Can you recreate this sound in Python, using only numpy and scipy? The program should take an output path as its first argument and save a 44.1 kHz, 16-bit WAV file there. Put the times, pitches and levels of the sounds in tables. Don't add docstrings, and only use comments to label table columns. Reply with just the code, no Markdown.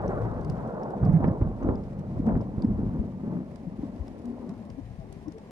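import sys
import numpy as np
from scipy import signal
from scipy.fft import rfft, irfft
from scipy.io import wavfile
from scipy.ndimage import uniform_filter1d

SR = 44100
rng = np.random.default_rng(int(sys.argv[2]) if len(sys.argv) > 2 else 0)


def wav_record(signal):
    frames = np.transpose(np.atleast_2d(signal))
    bounded = np.clip(frames, -1, 1)
    quanta = np.round(bounded * 32767).astype(np.int16)
    wavfile.write(sys.argv[1], SR, quanta)


N = 242971

# (time [s], rumble [dB], rumble pitch [Hz], thuds [dB], roar [dB])
STEADY_ROLL = [(0, -35, 162.7, -36, -32), (.28, -33.5, 160, -30, -34), (0.499, -33, 153.2, -35, -39),
               (0.802, -36.5, 170, -54.5, -32.5), (.96, -34, 176.4, -44.5, -34.5),
               (1.358, -43, 150, -41, -36.5), (1.68, -37, 243.4, -34.5, -42), (1.9, -35, 143, -40.5, -45.5),
               (2.5, -33.5, 193.5, -40, -44), (3.13, -38, 186, -49, -49.5), (3.6, -43, 193, -48, -51),
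               (4.05, -42.5, 227.6, -46, -49.5), (4.451, -39.5, 232, -52, -48),
               (4.899, -49.5, 157, -44, -55), (5.51, -48, 198.5, -55, -51)]
# (time at full level [s], hold [s], rumble [dB], thuds [dB], roar [dB])
BURSTS = [(1.026, 0.1, -22, -25, -36), (1.205, 0.086, -21, -24, -32), (1.408, 0.056, -29, -27, -47.5),
          (1.624, 0.11, -25.5, -30.5, -34), (2.171, 0.018, -40, -29, -42.5),
          (2.275, 0.032, -21, -28.5, -31), (2.345, 0.03, -26, -25.5, -39.5), (2.579, 0.24, -32, -31.5, -46),
          (2.788, 0.24, -29.5, -36, -53), (3.247, 0.13, -29, -67, -46.5), (3.796, 0.046, -35.5, -46.5, -63)]
# (frequency [Hz], level [dB])
THUD_TONE = [(12, -40), (28, -13.5), (45, 14), (75, 9), (120, 16.5), (180, -66.5)]
# (frequency [Hz], level [dB])
ROAR_TONE = [(200, -15), (330, -2.5), (600, -2.5), (1050, -12.5), (1500, -29), (2100, -42), (3000, -62)]
# (frequency [Hz], level [dB])
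BRIGHT_TONE = [(700, -35), (1400, -14.5), (2100, -30.5), (3000, -48)]
# (time [s], left over right [dB])
ROLL_PAN = [(0, 3.5), (.8, 3.5), (1.1, -2.5), (1.7, 0.5), (3, 1), (4.4, 5.5), (5.2, 8), (5.51, 2.5)]
# (time [s], left delay [samples])
LEFT_DELAY = [(4.3, 8), (4.7, -9)]
# (time [s], level [dB], pitch [Hz], length [ms], left over right [dB])
BOOMS_AND_HUMS = [(.504, -19, 149, 7.3, -7), (.94, -29.5, 753, 6.8, -21.5), (1.034, -11, 117, 7.6, -2),
                  (1.049, -16, 132.5, 15, -3.5), (1.098, -8.5, 157, 14, -6), (1.16, -10, 161, 35, -6),
                  (1.244, -10.5, 340, 1.4, -10.5), (1.286, -12.5, 224, 7.1, -3),
                  (1.416, -18.5, 314, 4.6, -1), (1.425, -11.5, 98, 9.4, -2), (1.467, -19, 132, 10, -2),
                  (1.691, -13.5, 201, 3.2, -10.5), (2.2, -17.5, 270, 10, 2), (2.286, -15, 212, 14.5, -2.5),
                  (2.351, -32, 233, 9.3, 7.5), (2.585, -18, 109, 11, -3), (2.649, -10.5, 226, 7.6, -1),
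                  (2.712, -19.5, 190, 21, -0.5), (3.002, -22.5, 70, 9.7, 20), (3.368, -26.5, 196, 7.6, -2),
                  (3.679, -29, 170, 20, 7.5), (3.836, -26.5, 284, 14, 3), (4.012, -27, 74, 23, 9),
                  (4.276, -29.5, 239.3, 63, 5.5), (4.5, -31, 175, 19, -3), (4.79, -34, 273, 18, 15.5),
                  (4.995, -32, 161.5, 12, 8), (5.015, -51.5, 648, 27, 18), (5.122, -55.5, 390, 200, 16),
                  (5.283, -32, 303, 18, 13), (5.362, -41, 445, 29, 5)]
# (time [s], level [dB])
CRACK_HITS = [(1.032, -37.5), (1.242, -21.5), (1.285, -33.5), (1.414, -36), (1.627, -37), (1.689, -29.5),
              (2.27, -36.5), (2.289, -35), (2.354, -34.5)]
# (time [s], level [dB], sharpness [0-1], left over right [dB])
CLOSE_DROPS = [(0.08, -42.5, 0, -11), (.2533, -56, 0.4, -5), (0.411, -46, 0.7, -4), (0.447, -40, 0.75, -5),
               (0.498, -35.5, 0.68, -8), (0.6749, -50, 1, 10), (0.833, -42, 0.3, -7),
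               (0.9044, -45.5, 0.7, -7), (1.052, -41, 0.5, 5), (1.13, -44, 0.77, -8.5),
               (1.278, -49, 0.4, -11), (1.4843, -51.5, 1, -1), (1.6313, -51, 0.3, -14),
               (1.7556, -47.5, 0.05, -9), (1.8377, -48, .6, -3), (1.991, -44, 0.9, -4),
               (2.2644, -41.5, 0.95, -6), (2.4117, -45.5, 0.4, -4), (2.6217, -38, 0.2, -5.5),
               (2.649, -49.5, 0, -6), (3.558, -46, 0.7, -15), (3.9619, -55, 0.4, -2), (4.08, -43, 0.55, -1),
               (4.189, -51, 1, 4), (4.255, -42.5, 0.86, -3), (4.492, -41.5, 0.64, -3), (4.6513, -50, 1, 1),
               (4.701, -42.5, 0.4, -4), (5.125, -39.5, 1, -5), (5.2822, -46, 0.3, -9),
               (5.3213, -50, 0.6, 20), (5.3824, -45, 0.7, 8)]
# (time [s], level [dB])
PATTER_LEVEL = [(0, -69), (0.999, -72), (3.001, -78.5), (5.51, -75.5)]
# (frequency [Hz], level [dB])
DROP_TONE = [(1500, -3.5), (2800, -7), (5000, -11.5), (6500, -13), (10500, -19), (12500, -30),
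             (16000, -50.5)]
# (frequency [Hz], level [dB])
HISS_TONE = [(1000, -9.5), (1900, 1), (3400, -10), (5250, -12), (8400, -19.5), (10900, -19.5), (12500, -26),
             (15600, -39.5)]

RISE_DB_PER_S, FALL_DB_PER_S = 500, 158.5
RING_HZ, RING_S, SPLASH_S = 5300, 0.00051, 0.0017
PATTER_PER_S, HISS_DB = 150, -66
TREBLE_LIMIT_HZ = 15700


def thunder_roll():
    t = np.arange(N) / SR
    (rumble_gain, thud_gain, roar_gain), hz = thunder_swells(t)
    thuds = unit_level(shape_tone(clicks(per_s=500, spread_db=2.0, shared=0.83), THUD_TONE))
    rumble = resonate(clicks(per_s=1400, spread_db=2.0, shared=0.95), hz, width_hz=105)
    rumble = unit_level(resonate(rumble, hz, width_hz=150))
    shocks = clicks(per_s=5000, spread_db=1.5, shared=0.78) * waver(rate_hz=23.0, depth_db=1.03)
    shocks = mingling_echoes(shocks, depth_db=2.5)
    bright_gain = gain_of(-17 - 8.9 * t)
    roar = unit_level(shape_tone(shocks, ROAR_TONE))
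    roar += bright_gain * unit_level(shape_tone(shocks, BRIGHT_TONE))
    low = rumble_gain * rumble + thud_gain * thuds
    return pan(follow(ROLL_PAN, t)) * low + roar_gain * roar


def thunder_swells(t):
    times, *columns = np.transpose(STEADY_ROLL)
    rumble_db, hz, thud_db, roar_db = (np.interp(t, times, column) for column in columns)
    power = gain_of([rumble_db, thud_db, roar_db]) ** 2
    for full_s, hold_s, *top_db in BURSTS:
        rise_db = -RISE_DB_PER_S * np.maximum(full_s - t, 0)
        fall_db = -FALL_DB_PER_S * np.maximum(t - full_s - hold_s, 0)
        power += np.outer(gain_of(top_db) ** 2, gain_of(rise_db + fall_db) ** 2)
    return np.sqrt(power), hz


def mingling_echoes(x, depth_db):
    bands = signal.stft(x, nperseg=1024)[2]
    patches = uniform_filter1d(rng.standard_normal(bands.shape[1:]), size=3, axis=0)
    patches = uniform_filter1d(patches, size=4, axis=1)
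    return signal.istft(bands * gain_of(depth_db * unit_level(patches)), nperseg=1024)[1][:, :N]


def booms_and_hums():
    out = np.zeros((2, N))
    t = np.arange(-6615, 6615) / SR
    for time_s, db, hz, length_ms, pan_db in BOOMS_AND_HUMS:
        phase = 2 * np.pi * hz * t
        wave = -np.cos(phase + 0.089 * np.cos(phase))
        swell = np.exp(-np.log(16) * (1000 * t / length_ms) ** 2)
        add(out, time_s + t[0], gain_of(db) * pan(pan_db)[:, None] * wave * swell)
    return out


def thunder_cracks():
    out = np.zeros((2, N))
    t = np.arange(900) / SR
    age = t / 0.00095
    air = signal.butter(4, 1900, fs=SR, output="sos")
    shock = signal.sosfilt(air, (1 - age) * np.exp(-age))
    for time_s, db in CRACK_HITS:
        echoes = rng.standard_normal((2, len(t))) * (rng.random((2, len(t))) < .04) * np.exp(-t / 0.009)
        echoes[:, 0] = 3
        add(out, time_s, gain_of(db) * signal.fftconvolve(echoes, [shock / shock.max()], axes=1))
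    return out


def raindrop(hz, ring_gain, sharpness):
    t = np.arange(1500) / SR
    noise = rng.standard_normal((2, len(t)))
    spray = signal.lfilter([1, 0.8 - 1.7 * sharpness], 1, noise)
    splash = t / SPLASH_S * np.exp(1 - t / SPLASH_S) * spray
    ring = t / RING_S * np.exp(1 - t / RING_S) * np.sin(2 * np.pi * hz * t)
    droplets = 0.24 * np.exp(-t / 0.023) * resonate(noise, np.full_like(t, hz), width_hz=1600)
    return (1 - sharpness) * ring_gain * ring + (0.32 + sharpness) * splash + droplets


def rain():
    far = clicks(per_s=18000, spread_db=1.3, shared=0.0081) * waver(rate_hz=15.0, depth_db=1.27)
    hiss = gain_of(HISS_DB) * unit_level(shape_tone(far, HISS_TONE))
    patter, close = np.zeros((2, 2, N))
    for hz in np.geomspace(3600, 8000, num=5):
        hits = clicks(PATTER_PER_S / 5, spread_db=2.5, shared=0.41)
        drop = raindrop(hz, ring_gain=0.65, sharpness=rng.random())
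        patter += signal.oaconvolve(hits, drop, axes=1)[:, :N]
    for time_s, db, sharpness, pan_db in CLOSE_DROPS:
        hz = RING_HZ * (1 + 0.077 * rng.standard_normal())
        drop = raindrop(hz, ring_gain=2.5, sharpness=sharpness)
        add(close, time_s, gain_of(db) * pan(pan_db)[:, None] * drop)
    swell = gain_of(follow(PATTER_LEVEL, np.arange(N) / SR))
    return hiss + swell * unit_level(shape_tone(patter, DROP_TONE)) + shape_tone(close, DROP_TONE)


def clicks(per_s, spread_db, shared):
    size = gain_of(spread_db * np.minimum(rng.exponential(1, (3, N)), 4)) * rng.standard_normal((3, N))
    hits = size * (rng.random((3, N)) < per_s / SR)
    return np.sqrt(shared) * hits[0] + np.sqrt(1 - shared) * hits[1:]


def waver(rate_hz, depth_db):
    drift = signal.lfilter(*signal.butter(2, rate_hz, fs=SR), rng.standard_normal(N))
    return gain_of(depth_db * unit_level(drift))


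def resonate(x, hz, width_hz):
    spin = np.exp(2j * np.pi * np.cumsum(hz) / SR)
    decay = np.exp(-np.pi * width_hz / SR)
    return 2 * (spin * signal.lfilter([1 - decay], [1, -decay], x / spin)).real


def shape_tone(x, tone):
    hz = np.fft.rfftfreq(N, 1 / SR)
    table_hz, db = np.transpose(tone)
    return irfft(rfft(x) * gain_of(np.interp(np.log(hz + 1), np.log(table_hz), db)), N)


def follow(table, t):
    return np.interp(t, *np.transpose(table))


def gain_of(db):
    return 10 ** (np.asarray(db) / 20)


def unit_level(x):
    return x / np.sqrt(np.mean(x ** 2) + 1e-20)


def pan(pan_db):
    return gain_of(np.array([pan_db, -pan_db]) / 2)


def add(mix, time_s, sound):
    part = mix[:, max(round(time_s * SR), 0):][:, :sound.shape[1]]
    part += sound[:, :part.shape[1]]


def scene():
    air = signal.butter(3, 2300, fs=SR, output="sos")
    left, right = signal.sosfilt(air, thunder_roll() + booms_and_hums()) + thunder_cracks()
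    n = np.arange(N)
    left = np.interp(n - follow(LEFT_DELAY, n / SR), n, left)
    return np.array([left, right]) + rain()


def record(dry):
    rasp_band = signal.butter(3, [1500, 2200], "bandpass", fs=SR, output="sos")
    rasp = signal.sosfilt(rasp_band, rng.standard_normal(dry.shape))
    distorted = dry + gain_of(-15.0) * rasp * uniform_filter1d(dry ** 2, 150)
    level_db = 10 * np.log10(abs(uniform_filter1d((dry ** 2).mean(0), 30000)) + 1e-12)
    eased = distorted / gain_of(0.18 * np.maximum(level_db + 34.5, 0))
    treble_cut = signal.firwin(1023, TREBLE_LIMIT_HZ, window=("kaiser", 9), fs=SR)
    padded = np.pad(eased, ((0, 0), (511, 511)), "reflect", reflect_type="odd")
    return signal.oaconvolve(padded, treble_cut[None], "valid")


dry = scene()
out = record(dry)
wav_record(out)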